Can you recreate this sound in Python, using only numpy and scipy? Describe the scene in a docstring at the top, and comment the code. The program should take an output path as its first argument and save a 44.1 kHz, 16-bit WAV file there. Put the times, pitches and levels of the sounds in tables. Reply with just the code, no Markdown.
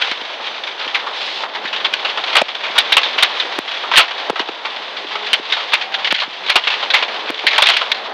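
"""Stones crack against the floor pan and wheel wells of a car driven hard over dirt, heard from inside.
Each blow is a burst of rattling sheet-metal noise over a spray of fine gravel and the body's rumble.
Short thumps and jolts reach the microphone; boost vents as the throttle closes. Far below lie faint
whistles, the engine's firing tones and a thin whine tied to its speed. The small band-limited
microphone turns its gain down after each thump and overloads on the hardest stones."""
import sys
import numpy as np
from scipy import signal
from scipy.fft import rfft, irfft
from scipy.io import wavfile

SR = 44100
rng = np.random.default_rng(int(sys.argv[2]) if len(sys.argv) > 2 else 0)


def to_wav(sig):
    """Store sig (one row per channel, or 1-D mono) as 16-bit WAV at the path in sys.argv[1].

    Samples outside -1..1 are clipped; the rate is SR.
    """
    pcm = np.clip(np.atleast_2d(sig), -1, 1) * 32767
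    pcm = np.round(pcm).astype(np.int16)
    wavfile.write(sys.argv[1], SR, pcm.T)  # frames by channels


N = 358533


def from_db(db):
    """Decibels to gain."""
    return 10 ** (np.asarray(db) / 20)


def unit_rms(x):
    """Scaled to rms 1."""
    return x / np.sqrt(np.mean(x ** 2) + 1e-20)


def curves(rows):
    """Each column after the time column, interpolated per sample."""
    times_s, *columns = np.transpose(rows)
    return [np.interp(np.arange(N) / SR, times_s, column) for column in columns]


def gate(start_s, end_s, rise_s, fall_s):
    """Trapezoid envelope."""
    return np.interp(np.arange(N) / SR, [start_s, start_s + rise_s, end_s - fall_s, end_s], [0, 1, 1, 0])


def drift(rate_hz):
    """Slow random wander, rms 1."""
    hop = 40
    pole = np.exp(-2 * np.pi * rate_hz * hop / SR)
    slow = signal.lfilter([1], [1, -2 * pole, pole * pole], rng.standard_normal(N // hop + 2002))[2000:]
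    return np.interp(np.arange(N) / hop, np.arange(len(slow)), unit_rms(slow))


def butter(x, kind, hz, order):
    """Causal Butterworth filter."""
    return signal.sosfilt(signal.butter(order, hz, kind, fs=SR, output="sos"), x)


def coloured(x, spectrum, size=4096):
    """Minimum-phase filter with the given spectrum; output rms 1."""
    hz, db = np.transpose(spectrum)
    grid_hz = np.maximum(np.arange(size // 2 + 1), 1) * SR / size
    gain = from_db(np.interp(np.log(grid_hz), np.log(hz), db))
    cepstrum = irfft(np.log(gain))
    cepstrum[1:size // 2] *= 2
    cepstrum[size // 2 + 1:] = 0
    impulse_response = irfft(np.exp(rfft(cepstrum)))
    return unit_rms(signal.fftconvolve(x, impulse_response)[:len(x)])


def resonances(x, centres_hz, width_hz):
    """Two-pole peaks in series; output rms 1."""
    r = np.exp(-np.pi * width_hz / SR)
    for hz in centres_hz:
        x = unit_rms(signal.lfilter([1, 0, -1], [1, -2 * r * np.cos(2 * np.pi * hz / SR), r * r], x))
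    return x


def patter(per_s, spread_db, t60_s, steady):
    """Noise whose power jumps at random instants and dies away, over a steady part."""
    sizes_db = spread_db * np.minimum(rng.exponential(1, N), 3.2)
    hits = from_db(2 * sizes_db) * (rng.random(N) < per_s / SR)
    decay = from_db(-120 / (t60_s * SR))
    power = signal.lfilter([1], [1, -decay], hits + 1e-18)
    return np.sqrt(steady + power / power.mean()) * rng.standard_normal(N)


# engine speed (time [s], firing rate [Hz])
FIRING_RATE = [(0, 222), (1.1, 226), (1.27, 186), (1.35, 179.5), (1.5, 211), (1.57, 213.5), (2.03, 197),
               (2.35, 198), (2.5, 208), (2.85, 209), (3.1, 235), (3.5, 235), (3.75, 205), (3.94, 175.5),
               (4.15, 203), (4.3, 212), (4.58, 197), (4.7, 202), (5, 202), (5.15, 208), (5.35, 212),
               (5.5, 223), (5.75, 198), (5.95, 181), (6.48, 189), (6.7, 211), (7.05, 224), (7.15, 211),
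               (7.4, 221), (8.13, 242)]
# engine tone levels (time [s], firing tone [dB], upper tones [dB])
ENGINE_LEVELS = [(0, -58, -56), (.45, -53, -52), (.8, -58, -57), (1.3, -59, -58), (1.6, -51, -47),
                 (2.2, -57, -57), (2.8, -51, -48), (3.2, -59, -58), (4.6, -59, -57), (5.2, -49, -45),
                 (5.5, -54, -49), (5.9, -50, -58), (6.5, -51, -57), (6.8, -50, -52), (7.05, -60, -56),
                 (7.25, -58, -43), (7.6, -58, -48), (8.13, -60, -57)]
# engine tones (multiple of firing rate [-], level offset [dB])
ENGINE_ORDERS = [(1, 2), (1.5, -2), (2, 8), (2.5, -3), (3, 2), (4, 2)]


def engine():
    """Low orders of the firing rate, each wavering in level."""
    firings = np.cumsum(curves(FIRING_RATE)[0]) / SR
    firing_db, upper_db = curves(ENGINE_LEVELS)
    out = np.zeros(N)
    for order, offset_db in ENGINE_ORDERS:
        level_db = (firing_db if order == 1 else upper_db) + offset_db + 2.5 * drift(rate_hz=3.2)
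        out += from_db(level_db) * np.sin(2 * np.pi * order * firings)
    return out


def whine(order=71.5, level_db=-79):
    """A thin tone locked to engine speed, flickering in level and slightly in pitch."""
    firing_hz = curves(FIRING_RATE)[0] * (1 + .0025 * drift(rate_hz=40))
    firings = np.cumsum(firing_hz) / SR
    return from_db(level_db + 2.5 * drift(rate_hz=25)) * np.sin(2 * np.pi * order * firings)


# whistles (start [s], end [s], pitch [Hz], resonance width [Hz], level [dB])
WHISTLE_SPANS = [(0, 1.1, 6000, 150, -56), (.15, 1, 9500, 120, -82), (3.26, 3.5, 9700, 100, -75),
                 (5.75, 6.25, 780, 20, -39), (7.8, 8.13, 9950, 120, -79)]


def whistles():
    """Faint whistles of narrow-band noise."""
    out = np.zeros(N)
    for start_s, end_s, hz, width_hz, level_db in WHISTLE_SPANS:
        whistle = resonances(rng.standard_normal(N), [hz, hz], width_hz)
        out += from_db(level_db) * gate(start_s, end_s, rise_s=.018, fall_s=.14) * whistle
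    return out


# boost releases (start [s], end [s], level [dB])
VENT_BURSTS = [(1.157, 1.46, -26), (3.675, 3.9, -38), (5.7, 5.9, -42)]
# vented air (frequency [Hz], relative density [dB])
VENT_SPECTRUM = [(1200, -15), (2200, -4), (3000, 0), (3900, 1), (5200, -11.5), (8300, -38.5), (13000, -58),
                 (17000, -82)]


def boost_vent():
    """Boost escapes in bursts of hiss as the throttle closes."""
    hiss = coloured(patter(per_s=50, spread_db=2, t60_s=.06, steady=3), VENT_SPECTRUM)
    return hiss * sum(from_db(level_db) * gate(start_s, end_s, rise_s=.006, fall_s=.03)
                      for start_s, end_s, level_db in VENT_BURSTS)


# road noise (time [s], gravel spray [dB], body rumble [dB])
ROAD_LEVELS = [(0, -21, -29.5), (.45, -29, -33), (1.1, -28, -30.5), (1.45, -33, -31), (1.7, -28, -29.5),
               (2.26, -23, -28.5), (2.65, -23, -27), (3.1, -23.5, -28), (3.7, -20.5, -28.5),
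               (4.05, -29.5, -31), (4.41, -23, -24), (4.8, -28, -32), (5.46, -23.5, -30.5),
               (5.85, -29.5, -31), (6.4, -27, -34.5), (6.7, -22.5, -30.5), (7.1, -26.5, -26.5),
               (7.6, -20, -26.5), (7.85, -25, -30.5), (8.13, -32.5, -25.5)]
# gravel spray, body rumble, air hiss (frequency [Hz], relative density [dB])
SPRAY_SPECTRUM = [(300, -35.5), (600, -16.5), (1000, -3.5), (1400, -6.5), (2100, -4.5), (2800, -3.5),
                  (3500, -1), (4000, -6), (4800, -14), (6500, -32), (9000, -52), (13000, -81.5)]
RUMBLE_SPECTRUM = [(35, -92), (60, -77.5), (125, -25), (195, -13), (435, -1), (620, 2), (860, 3),
                   (1300, -5), (2000, -6.5), (3000, -56)]
HISS_SPECTRUM = [(2650, -10), (4500, -19.5), (4900, -7.5), (5530, -15), (6180, -11.5), (6800, -24.5),
                 (8660, -35), (15000, -62)]


def road(hiss_re_spray_db=-21.5):
    """Fine gravel on the pan, duller rumble of the body, and a hiss of air that follows the gravel."""
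    spray_db, rumble_db = curves(ROAD_LEVELS)
    spray = coloured(patter(per_s=53, spread_db=2, t60_s=.17, steady=.79), SPRAY_SPECTRUM)
    rumble = coloured(patter(per_s=24, spread_db=6, t60_s=.13, steady=5.5), RUMBLE_SPECTRUM)
    hiss = coloured(patter(per_s=39, spread_db=-1.5, t60_s=.05, steady=1.8), HISS_SPECTRUM)
    return from_db(spray_db) * (spray + from_db(hiss_re_spray_db) * hiss) + from_db(rumble_db) * rumble


# jolts to the microphone (time [s], jump [dB], tick [dB])
MIC_JOLTS = [(2.4157, 3, -4), (2.4203, 6, -10), (3.5894, 5, 4), (4.3041, 11, -4), (6.1265, 5, 4),
             (7.3054, 3, 2)]


def jolts(settle_hz=300, tick_lead_samples=6):
    """The jolted microphone gives a downward tick, then a jump that swings back and settles."""
    times_s, jump_db, tick_db = np.transpose(MIC_JOLTS)
    at = np.round(times_s * SR).astype(int)
    jumps, ticks = np.zeros((2, N))
    jumps[at] = from_db(jump_db)
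    ticks[at - tick_lead_samples] = from_db(tick_db)
    settling = butter(np.cumsum(jumps), "high", settle_hz, order=2)
    pulse = np.exp(-np.abs(np.arange(-12, 13)) / 2.5)
    return np.convolve(settling, pulse / pulse.sum(), "same") - np.convolve(ticks, pulse, "same")


# thumps (time [s], level [dB], final pitch [Hz], length [s], edge re tone [dB])
THUMP_HITS = [(0.114, -20, 268, 0.0055, 8), (0.216, -21.5, 372, 0.0044, -26),
              (0.867, -24, 277, 0.0042, -11), (1.648, -18, 304, 0.0044, -14), (2.416, 3.5, 567, 0.0088, -1),
              (2.7, -20, 290, 0.0041, -23), (3.447, -22, 326, 0.0064, -18), (3.584, -14, 304, 0.0086, -7),
              (4.298, -3, 335, 0.0092, -6), (4.327, -13, 383, 0.0095, -22), (4.4, -5, 336, 0.0058, -36),
              (4.49, -10, 360, 0.0069, -26), (5.045, -24.5, 303, 0.0106, -22),
              (5.396, -18, 314, 0.0058, -18), (6.123, -11, 319, 0.007, 4), (6.278, -18.5, 260, 0.0034, -11),
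              (6.564, -15, 349, 0.0072, 21), (7.299, -9, 298, 0.0055, -21), (7.443, -16, 334, 0.0072, -18)]


def thumps():
    """A noisy edge and a few low cycles that fall quickly to their pitch."""
    out = np.zeros(N)
    for time_s, level_db, hz, length_s, edge_db in THUMP_HITS:
        n, at = int(length_s * SR), round(time_s * SR)
        progress = np.linspace(0, 1, n)
        cycles = np.cumsum(hz * (1 + 1.5 * np.exp(-progress / .15))) / SR
        noise = resonances(rng.standard_normal(SR // 40), centres_hz=[1500, 2500], width_hz=2500)[:n]
        edge = from_db(edge_db) * np.exp(-progress / .35) * noise
        envelope = np.sin(np.pi * progress) ** .7
        out[at:at + n] += from_db(level_db) * envelope * (np.sin(2 * np.pi * cycles) + edge)
    return out


# stone strikes (time [s], level [dB], low panel share [dB], ring pitch [Hz], t60 [s])
STONE_HITS = [(.015, .5, -30, 3200, 0.11), (0.113, -6.5, -18, 2130, 0.11), (.21, -14, -16, 3050, .1),
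              (.251, -15, -24, 3730, .06), (.467, -13, -13.5, 3260, 0.084), (.636, -12.5, -26, 3580, 0.1),
              (.671, -13, -21, 2190, 0.07), (0.793, -14, -19, 1330, 0.25), (.876, -10, -18, 3180, 0.2),
              (.946, -1, -19, 2140, .11), (1.026, -21.5, -6, 1000, 0.22), (1.066, -20, -4, 1820, 0.13),
              (1.11, -22, -5.5, 1000, 0.2), (1.206, -14, -25, 2760, 0.23), (1.276, -15, -17, 3730, 0.09),
              (1.373, -17, -20, 3300, 0.037), (1.421, -22, -22, 3040, 0.06), (1.435, -11, -7.5, 1740, 0.15),
              (1.549, -13.5, -9, 1960, 0.13), (1.653, -8.5, -16, 1800, .082),
              (1.675, -12, -32, 3540, 0.082), (1.728, -7.5, -20, 2820, 0.17), (1.762, -9, -22, 3540, 0.07),
              (1.845, -2.5, -18.5, 3440, 0.11), (1.936, 2, -43, 2970, 0.053),
              (1.99, -17, -13.5, 2260, 0.057), (2.026, -22, -15, 2770, 0.23), (2.047, -6.5, -14, 2760, 0.2),
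              (2.095, -10.5, -16, 2960, .17), (2.173, -8.5, -9, 3020, 0.12), (2.238, -7, -15, 3440, .046),
              (2.272, -12, -13, 3020, 0.34), (2.329, -9, -18, 3080, .21), (2.351, -0.5, -10, 2080, 0.2),
              (2.366, 6, -17, 2750, 0.11), (2.382, -2.5, -20, 3150, 0.08),
              (2.483, -3.5, -15.5, 3270, 0.096), (2.548, -3, -19.5, 3380, 0.12),
              (2.636, -7.5, -13.5, 2280, 0.33), (2.756, -9, -13, 980, 0.23),
              (2.779, 6.5, -25.5, 3660, 0.094), (2.921, 2, -23, 3640, 0.093), (2.967, 7, -15.5, 2810, .11),
              (3.015, -10, -16, 2770, 0.057), (3.031, -1, -23.5, 3630, 0.24), (3.178, 2.5, -21, 2940, 0.22),
              (3.225, 7, -20.5, 3680, 0.095), (3.399, -4.5, -32, 3730, 0.052),
              (3.423, -14, -29, 3000, 0.068), (3.677, -6.5, -18, 3350, 0.19),
              (3.711, -6.5, -21, 2870, 0.061), (3.741, -11, -27, 3370, 0.28), (3.769, -26, -7, 3470, 0.19),
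              (3.835, -24.5, 5, 1040, 0.2), (3.914, -4, -20, 944, 0.096), (3.937, -3.5, -12.5, 1630, 0.15),
              (3.957, 3, -31, 2880, 0.12), (3.971, 9.5, -22, 2780, 0.14), (3.99, 1.5, -9, 2430, 0.17),
              (4.08, -12, -16, 2050, .11), (4.108, -12.5, -13.5, 3030, 0.11),
              (4.261, -21, -25, 2020, 0.061), (4.297, -9, -4, 1190, .04), (4.357, -4, -10.5, 1860, 0.14),
              (4.393, 0, -13, 2970, 0.093), (4.487, -6.5, -8, 1110, 0.037), (4.65, -4.5, -14, 2270, 0.13),
              (5.154, -10.5, -11, 2250, 0.12), (5.264, -10, -33, 3620, 0.16),
              (5.331, 4.5, -23, 3010, 0.078), (5.496, -18, -30, 3740, 0.18),
              (5.522, -.5, -23.5, 3750, 0.094), (5.567, -11.5, -13, 3300, .23),
              (5.721, -10, -16, 3730, 0.19), (5.734, 2, -18.5, 2540, 0.073), (5.811, -11, -23, 2370, 0.19),
              (5.92, -14, -26, 2960, 0.21), (5.941, -5.5, -21, 3470, 0.076), (6.045, -4.5, -28, 2950, 0.14),
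              (6.071, -8, -18, 2040, 0.074), (6.106, -4.5, -24, 2950, 0.2), (6.142, 2.5, -30, 3180, .12),
              (6.182, -5.5, -22, 2800, .11), (6.199, -3, -23, 3900, 0.078), (6.218, -6, -10.5, 3040, 0.14),
              (6.336, -16.5, -26, 1470, 0.074), (6.461, -11.5, -21, 3700, 0.27),
              (6.485, -11, -15, 2600, .1), (6.496, 2, -17.5, 2430, 0.1), (6.556, 6, -13, 2720, 0.12),
              (6.637, -6, -22, 3170, 0.13), (6.671, 2, -18.5, 2550, .089), (6.701, -4.5, -16.5, 2700, 0.2),
              (6.738, -7.5, -20, 2990, .047), (6.827, -8.5, -12, 3020, 0.12),
              (6.902, -1.5, -32, 3840, 0.057), (6.937, 3, -18, 2160, 0.21), (7.024, -2, -15, 2980, 0.094),
              (7.081, -11.5, -21, 2160, 0.093), (7.163, -11, -18, 2920, 0.05), (7.29, -10, -20, 2180, 0.11),
              (7.343, -8.5, -27, 3260, .089), (7.374, -11, -23, 3710, 0.1), (7.391, -7.5, -23, 2680, 0.091),
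              (7.466, 2.5, -33, 2030, 0.11), (7.467, 1.5, -34, 4000, 0.058), (7.508, -5.5, -24, 2200, 0.16),
              (7.529, -5, -17, 1860, 0.17), (7.56, -7, -25, 1400, 0.084), (7.58, 4.5, -16, 930, 0.11),
              (7.621, 7, -13, 3650, 0.087), (7.657, 0, -21, 3700, 0.097), (7.669, 1, -28, 2940, 0.071),
              (7.686, 3.5, -16.5, 3200, 0.056), (7.698, 2.5, -19, 3080, 0.16),
              (7.736, -7.5, -23, 2960, 0.25), (7.766, 1.5, -41, 2890, 0.06), (7.812, -8.5, -7, 3080, 0.14),
              (7.916, 1.5, -28, 3830, 0.039), (7.945, -12, -22, 4010, 0.13), (8.059, -19, -19, 1020, 0.092)]
# struck sheet metal, bright and low parts (frequency [Hz], relative density [dB])
PANEL_SPECTRUM = [(410, -37.5), (700, -14.5), (1210, -27.5), (1450, -0.5), (2330, 2.5), (2650, 2.5),
                  (3360, 4), (4420, -3.5), (4800, -9.5), (6700, -25.5), (12000, -77), (15600, -102),
                  (22000, -120)]
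LOW_PANEL_SPECTRUM = [(200, -60), (350, -17.5), (600, -7), (900, -2), (1400, -3), (2500, -45.5)]


def stones(rise_at_0_db_s=.0036, ring_db=-3.5):
    """Sheet metal has so many modes that a blow is dying, rattling noise, with one band ringing out."""
    rattle = coloured(patter(per_s=270, spread_db=2, t60_s=.029, steady=1), PANEL_SPECTRUM)
    low_panel = coloured(rng.standard_normal(N), LOW_PANEL_SPECTRUM)
    out, t = np.zeros(N), np.arange(SR // 4) / SR
    for time_s, level_db, low_db, ring_hz, t60_s in STONE_HITS:
        at = round(time_s * SR)
        n = min(len(t), N - at)
        rise_s = rise_at_0_db_s * from_db(.5 * level_db)  # harder stones take longer to swell
        envelope = (1 - np.exp(-t / rise_s)) ** .47 * from_db(-60 * t / t60_s)
        envelope = (envelope / envelope.max())[:n]
        ring = resonances(rng.standard_normal(len(t)), [ring_hz, ring_hz], width_hz=450)[:n]
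        bright = envelope * (rattle[at:at + n] + from_db(ring_db) * ring)
        low = from_db(low_db) * envelope * low_panel[at:at + n]
        out[at:at + n] += from_db(level_db) * (bright / np.abs(bright).max() + low)
    return out


def scene(blow_top_cut_hz=8220):
    """Everything that reaches the microphone; a lowpass dulls the stones and thumps."""
    blows = butter(stones() + thumps(), "low", blow_top_cut_hz, order=4)
    return (road() + blows + jolts() + boost_vent() + whistles() + engine() + whine())[None]


def gain_control(x, threshold_db=-31, cut_db_per_db=.37, release_db_per_s=29, smoothing_s=.0022):
    """Bass over the threshold turns the gain down; it recovers at a steady rate."""
    bass = butter(x, "low", hz=450, order=4)
    over_db = np.maximum(20 * np.log10(np.abs(bass) + 1e-9) - threshold_db, 0)
    release_db = release_db_per_s * np.arange(N) / SR
    cut_db = np.maximum.accumulate(cut_db_per_db * over_db + release_db) - release_db
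    pole = np.exp(-1 / (smoothing_s * SR))
    return x * from_db(-signal.lfilter([1 - pole], [1, -pole], cut_db))


def record(dry, self_noise_db=-75, overload=.9, top_cut_hz=16000):
    """Small microphone: gain control, bass cut, self-noise, hard overload, bass shelf, steep top cut."""
    thin = butter(gain_control(dry[0]), "high", hz=159, order=4)
    hiss = butter(rng.standard_normal(N), "high", hz=3000, order=2)
    clipped = np.clip(thin + from_db(self_noise_db) * hiss, -overload, overload)
    shelved = clipped - .7 * butter(clipped, "low", hz=303, order=1)
    return signal.sosfilt(signal.cheby2(24, 85, top_cut_hz, fs=SR, output="sos"), shelved)


dry = scene()
out = record(dry)
to_wav(out)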